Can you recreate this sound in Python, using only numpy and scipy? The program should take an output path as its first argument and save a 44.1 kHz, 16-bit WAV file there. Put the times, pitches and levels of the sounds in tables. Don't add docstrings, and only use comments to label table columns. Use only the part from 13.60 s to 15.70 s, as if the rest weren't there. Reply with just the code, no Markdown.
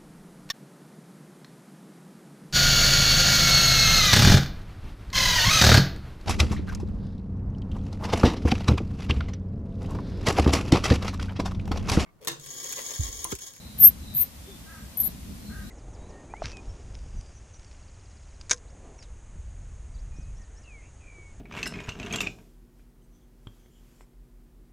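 import sys
import numpy as np
from scipy import signal
from scipy.fft import rfft, irfft, next_fast_len
from scipy.io import wavfile
from scipy.ndimage import map_coordinates

SR = 44100
rng = np.random.default_rng(int(sys.argv[2]) if len(sys.argv) > 2 else 0)


def store_wav(level_fs):
    pcm = np.round(np.clip(np.atleast_2d(level_fs), -1, 1) * 32767)
    wavfile.write(sys.argv[1], SR, pcm.T.astype(np.int16))


N = 92610

# frequency_hz, likeness (1 = same)
EAR_LIKENESS = [(60, 0.9), (150, 0.87), (350, 0.39), (700, .1), (3000, .05), (14000, 0.04)]
# frequency_hz, gain_db
RUMBLE_COLOUR = [(13, -44.5), (22, -11.5), (36, -17), (60, 1), (78, -5), (108, -9.5), (167, -10.5),
                 (205, -5.5), (337, -22.5), (376, -25), (400, -26), (520, -31.5), (880, -120)]
# time_s, level_db
RUMBLE_LEVEL = [(0.0, -46), (0.25, -42), (0.57, -42), (0.71, -49.5), (0.82, -45), (0.9, -46.5), (1.35, -46),
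                (1.43, -40.5), (1.9, -43.5), (2.05, -41.5), (2.1, -46)]
# frequency_hz, gain_db
AIR_COLOUR = [(180, -26), (300, 0), (395, -24), (436, -7.5), (556, -4), (698, -5.5), (965, -7.5),
              (1450, -10.5), (4360, -10.5), (14500, -13.5)]
# peak_s, spread_s, pitch_hz, width_hz, level_db, scoop_hz
BIRD_NOTES = [(0.046, 0.2, 3980, 600, -55, 0), (0.525, 0.1, 3860, 420, -51, 180),
              (.925, 0.07, 3520, 220, -55, 0), (1.895, 0.06, 4200, 450, -54.5, 0),
              (2.084, 0.048, 3950, 498, -58, 0)]
# start_s, rise_s, level_db, fade_s (time to drop 60 dB)
RASPS = [(.178, 0.018, -29, 0.13), (.540, 0.017, -31.5, 0.3), (1.372, .012, -36, 0.42),
         (1.3995, 0.0015, -19, .05)]
# frequency_hz, gain_db
RASP_COLOUR = [(7000, -28), (9500, -14), (11000, -2.5), (12500, 5), (14000, -0.5)]
# time_s, pitch_hz, level_db, pan_db (above 0 = to the left)
SHRIEK = [(0.18, 13130, -52, 0), (0.192, 12400, -46, 5), (0.196, 11400, -29, 10), (0.2, 12300, -35, 9),
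          (0.202, 12080, -18, 11), (0.208, 12220, -18, 9), (0.211, 13310, -16, -1),
          (0.219, 13500, -13.5, -1), (0.23, 13000, -11.5, 1), (0.239, 12850, -7, 4),
          (0.245, 12930, -4.7, 7), (0.251, 12840, -4.8, 7.5), (0.257, 12660, -4.2, 4),
          (0.264, 12530, -7.5, 2), (0.271, 12600, -8.8, 2), (0.276, 13010, -7.7, -1), (0.279, 12970, -9, 0),
          (0.284, 13640, -11.7, -1), (0.291, 13100, -18, 3), (0.296, 12900, -32, -3), (0.3, 12380, -25, -1),
          (0.304, 12700, -42, -4)]
FALLING_SQUEAK = [(0.5405, 12770, -42, -1), (0.548, 12500, -46, 3), (0.551, 12400, -23, 2),
                  (0.556, 12900, -36, -1), (0.56, 13050, -27, -8), (0.5655, 12400, -28, 10),
                  (0.567, 14250, -20, 2), (0.577, 14200, -22, 1), (0.59, 13950, -21.5, 0),
                  (0.603, 13950, -21, 8), (0.616, 13300, -16.5, 7), (0.625, 13150, -19.5, 10),
                  (0.633, 13220, -21, 7), (0.637, 13250, -29, 7), (0.642, 13300, -30, 6),
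                  (0.647, 13400, -46, -1)]
HOARSE_SQUEAK = [(1.3725, 11700, -34, 11), (1.375, 11600, -24, 11), (1.38, 12100, -28, 7),
                 (1.385, 12200, -26, 6), (1.389, 11400, -33, 3), (1.393, 11850, -24, 8),
                 (1.399, 11900, -34, 0), (1.402, 12700, -17, 5), (1.407, 12150, -19.5, 1),
                 (1.413, 12500, -21.5, 2), (1.42, 11900, -25, 8), (1.426, 11400, -34, 5),
                 (1.431, 11600, -40, 6), (1.434, 11550, -26, 15), (1.453, 11600, -24, 17),
                 (1.463, 11850, -24, 16), (1.467, 13100, -27, 8), (1.474, 12900, -24, 4),
                 (1.479, 12750, -26, 1), (1.483, 12700, -46, 0)]
# path, tremble_depth_hz, tremble_depth_db, left_lead_rad, echo_db
SQUEAKS = [(SHRIEK, 35, .15, .55, -27), (FALLING_SQUEAK, 280, -1.3, 1.3, -15),
           (HOARSE_SQUEAK, 210, .9, 1.1, -13.5)]
# peak_s, spread_s, level_db
SCUFFS = [(0.254, 0.061, -43), (0.615, 0.057, -47.5), (1.456, 0.1, -52)]
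# frequency_hz, gain_db
SCUFF_COLOUR = [(150, -7.5), (300, 5.5), (500, 7.5), (820, 3.5), (1200, -1), (2000, 4), (2800, 0.5),
                (4000, 4), (7000, -4), (10000, 5.5), (14000, -50)]
# start_s, level_db, pitch_hz
THUDS = [(0.201, -28.5, 123.5), (0.268, -32, 165), (0.403, -25.5, 73.3), (.548, -27.5, 140),
         (0.591, -31, 62), (0.79, -37, 72), (0.994, -35, 64.6), (1.463, -27, 68), (1.734, -36, 65),
         (2.022, -30, 64)]
# peak_s, spread_s, pitch_hz, width_hz, level_db, pan_db
GRITS = [(0.251, 0.012, 820, 200, -44, 9), (0.247, 0.014, 1900, 800, -44, 10),
         (0.247, 0.012, 9350, 900, -41, 12), (0.25, 0.033, 5450, 900, -46, 6),
         (0.208, 0.002, 6500, 3500, -36, 5), (0.6, 0.04, 1000, 700, -56, 0),
         (0.6, 0.04, 2300, 600, -56, 1), (0.595, 0.045, 4450, 600, -54, 0),
         (0.615, 0.03, 6200, 900, -54, 0), (1.43, 0.08, 780, 600, -51.5, 0),
         (1.46, 0.045, 4100, 900, -52, 0), (1.44, 0.05, 7200, 1400, -58, 4)]
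# time_s, pitch_hz, level_db
CAT_CALL = [(.85, 339, -74.5), (.886, 384, -46), (.912, 396, -52), (.955, 333, -63)]
# start_s, length_s, pitch_hz, level_db
CAWS = [(1.055, 0.15, 326.6, -52), (1.89, 0.164, 316.5, -50)]
# frequency_hz, gain_db
CAW_THROAT = [(600, -35), (980, -10), (1300, 1.5), (1600, 9), (1920, -4), (2400, -21), (3200, -40)]


def amp(db):
    return 10 ** (np.asarray(db) / 20)


def unit(x):
    return x / np.sqrt(np.mean(np.abs(x) ** 2) + 1e-20)


def clock():
    return np.arange(N) / SR


def look_up(points, hz):
    frequencies, values = np.transpose(points)
    return np.interp(np.log(hz + 1), np.log(frequencies + 1), values)


def curves(rows):
    times, *columns = np.transpose(rows)
    return [np.interp(clock(), times, column) for column in columns]


def gate(rows, edge_s=.002):
    inside_s = np.minimum(clock() - rows[0][0], rows[-1][0] - clock())
    return np.clip(inside_s / edge_s + 1, 0, 1)


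def swell(peak_s, spread_s):
    return np.exp(-((clock() - peak_s) / spread_s) ** 2)


def fade(age_s, fade_s):
    return np.exp(-np.log(1000) * age_s / fade_s)


def wobble(rate_hz):
    return map_coordinates(rng.standard_normal(N // 4), [clock() * rate_hz], mode="wrap")


def phase(hz):
    return 2 * np.pi * np.cumsum(hz) / SR


def filtered(x, gain_at):
    size = next_fast_len(N + SR // 2)
    return irfft(rfft(x, size) * gain_at(np.fft.rfftfreq(size, 1 / SR)), size)[..., :N]


def panned(db):
    gains = amp(np.array([db, -db]) / 2).reshape(2, -1)
    return gains / np.sqrt(np.mean(gains ** 2, axis=0))


def broad_noise(colour):
    def gain_at(hz):
        apart = np.arccos(np.clip(look_up(EAR_LIKENESS, hz), -1, 1)) / 2
        return amp(look_up(colour, hz)) * [np.cos(apart), np.sin(apart)]
    mid, side = filtered(rng.standard_normal((2, N)), gain_at)
    return unit(np.array([mid + side, mid - side]))


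def narrow_noise(hz, width_hz):
    tone = np.exp(1j * phase(hz + np.zeros(N)))
    ears = [(tone * (wobble(width_hz) + 1j * wobble(width_hz))).real for ear in range(2)]
    return unit(np.array(ears))


def echo(x, fade_s, delay_s):
    t = clock()[:SR // 2]
    tail = rng.standard_normal((2, len(t))) * fade(t, fade_s) * (t > delay_s)
    tail /= np.linalg.norm(tail, axis=1, keepdims=True)
    return signal.fftconvolve(x[None], tail, axes=1)[:, :N]


def yard(boost_db=1.5, lumps_db=1.8, air_db=-49):
    level_db, = curves(RUMBLE_LEVEL)
    rumble = amp(level_db + boost_db + lumps_db * wobble(12.94)) * broad_noise(RUMBLE_COLOUR)
    air = amp(air_db) * broad_noise(AIR_COLOUR)
    return panned(db=1) * (rumble + air)


def bird_notes():
    out = np.zeros((2, N))
    for peak_s, spread_s, hz, width_hz, db, scoop_hz in BIRD_NOTES:
        from_peak = np.minimum(np.abs(clock() - peak_s) / spread_s, 1)
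        out += amp(db) * swell(peak_s, spread_s) * narrow_noise(hz + scoop_hz * from_peak, width_hz)
    return out


def mouse_rasps(sputter_db=4):
    level = np.zeros(N)
    for start_s, rise_s, db, fade_s in RASPS:
        age_s = clock() - start_s
        rise = np.clip(age_s / rise_s, 0, 1)
        level += amp(db) * rise * fade(np.maximum(age_s - rise_s, 0), fade_s)
    sputter = unit(broad_noise(RASP_COLOUR) * amp(sputter_db * wobble(500)))
    return level * panned(db=4) * sputter


def mouse_squeak(path, tremble_depth_hz, tremble_depth_db, left_lead_rad, echo_db):
    tremble_rate_hz, break_db, break_s = 118, 3, .025
    pitch_hz, level_db, pan_db = curves(path)
    tremble = np.sin(phase(tremble_rate_hz * (1 + .06 * wobble(40))))
    tremble *= 1 + .3 * wobble(tremble_rate_hz)
    jitter_hz = 14 * amp(-.8 * level_db) * wobble(700)
    flicker_db = break_db * swell(path[0][0], break_s) * np.tanh(wobble(380))
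    tone = np.exp(1j * phase(pitch_hz + tremble_depth_hz * tremble + jitter_hz))
    voice = np.sqrt(2) * gate(path) * tone * amp(level_db + tremble_depth_db * tremble + flicker_db)
    lead = np.exp(.5j * left_lead_rad * np.array([[1], [-1]]))
    direct = (voice * panned(pan_db) * lead).real
    return direct + amp(echo_db) * echo(voice.real, fade_s=.105, delay_s=.003)


def paw_scuffs(grain_db=1.8):
    level = sum(amp(db) * swell(peak_s, spread_s) for peak_s, spread_s, db in SCUFFS)
    return level * unit(broad_noise(SCUFF_COLOUR) * amp(grain_db * wobble(250)))


def paw_thuds(rise_s=.0068):
    out = np.zeros(N)
    for start_s, db, hz in THUDS:
        age_s = np.maximum(clock() - start_s, 0)
        rise = 1 - np.exp(-age_s / rise_s)
        out += amp(db) * np.sin(2 * np.pi * hz * age_s) * rise * fade(age_s, fade_s=.14)
    return out


def gritty_noises(grain_db=3):
    grain = unit(amp(grain_db * wobble(260)))
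    creaks = sum(amp(db) * swell(peak_s, spread_s) * panned(pan_db) * narrow_noise(hz, width_hz)
                 for peak_s, spread_s, hz, width_hz, db, pan_db in GRITS)
    return grain * creaks


def cat_call(overtone_db=-21):
    pitch_hz, level_db = curves(CAT_CALL)
    angle = phase(pitch_hz * (1 + .021 * wobble(79.7)))
    voice = np.sin(angle) + amp(overtone_db) * np.sin(2 * angle)
    return np.sqrt(2) * gate(CAT_CALL) * amp(level_db) * voice


def caws(arch=.06, sag_per_s=.18, jitter=.024, echo_db=-1):
    out = np.zeros(N)
    for start_s, length_s, hz, db in CAWS:
        place = np.clip(2 * (clock() - start_s) / length_s - 1, -1, 1)
        sag = sag_per_s * place * length_s / 2
        angle = phase(hz * (1 - arch * place ** 2 - sag + jitter * wobble(150)))
        overtones = sum(amp(look_up(CAW_THROAT, k * hz)) * np.sin(k * angle) for k in range(2, 10))
        level = amp(db + .31 * wobble(40)) * np.sqrt(1 - place ** 2)
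        out += level * unit(overtones)
    return out + amp(echo_db) * echo(out, fade_s=.38, delay_s=.01)


def scene():
    mouse = mouse_rasps() + sum(mouse_squeak(*row) for row in SQUEAKS)
    struggle = paw_scuffs() + paw_thuds() + gritty_noises()
    return mouse + struggle + cat_call() + caws() + bird_notes() + yard()


def record(dry, ceiling=.92, hardness=14, top_hz=14650):
    clipped = dry / (1 + np.abs(dry / ceiling) ** hardness) ** (1 / hardness)
    return filtered(clipped, lambda hz: np.clip((top_hz - hz) / 200 + .5, 0, 1))


dry = scene()
out = record(dry)
store_wav(out)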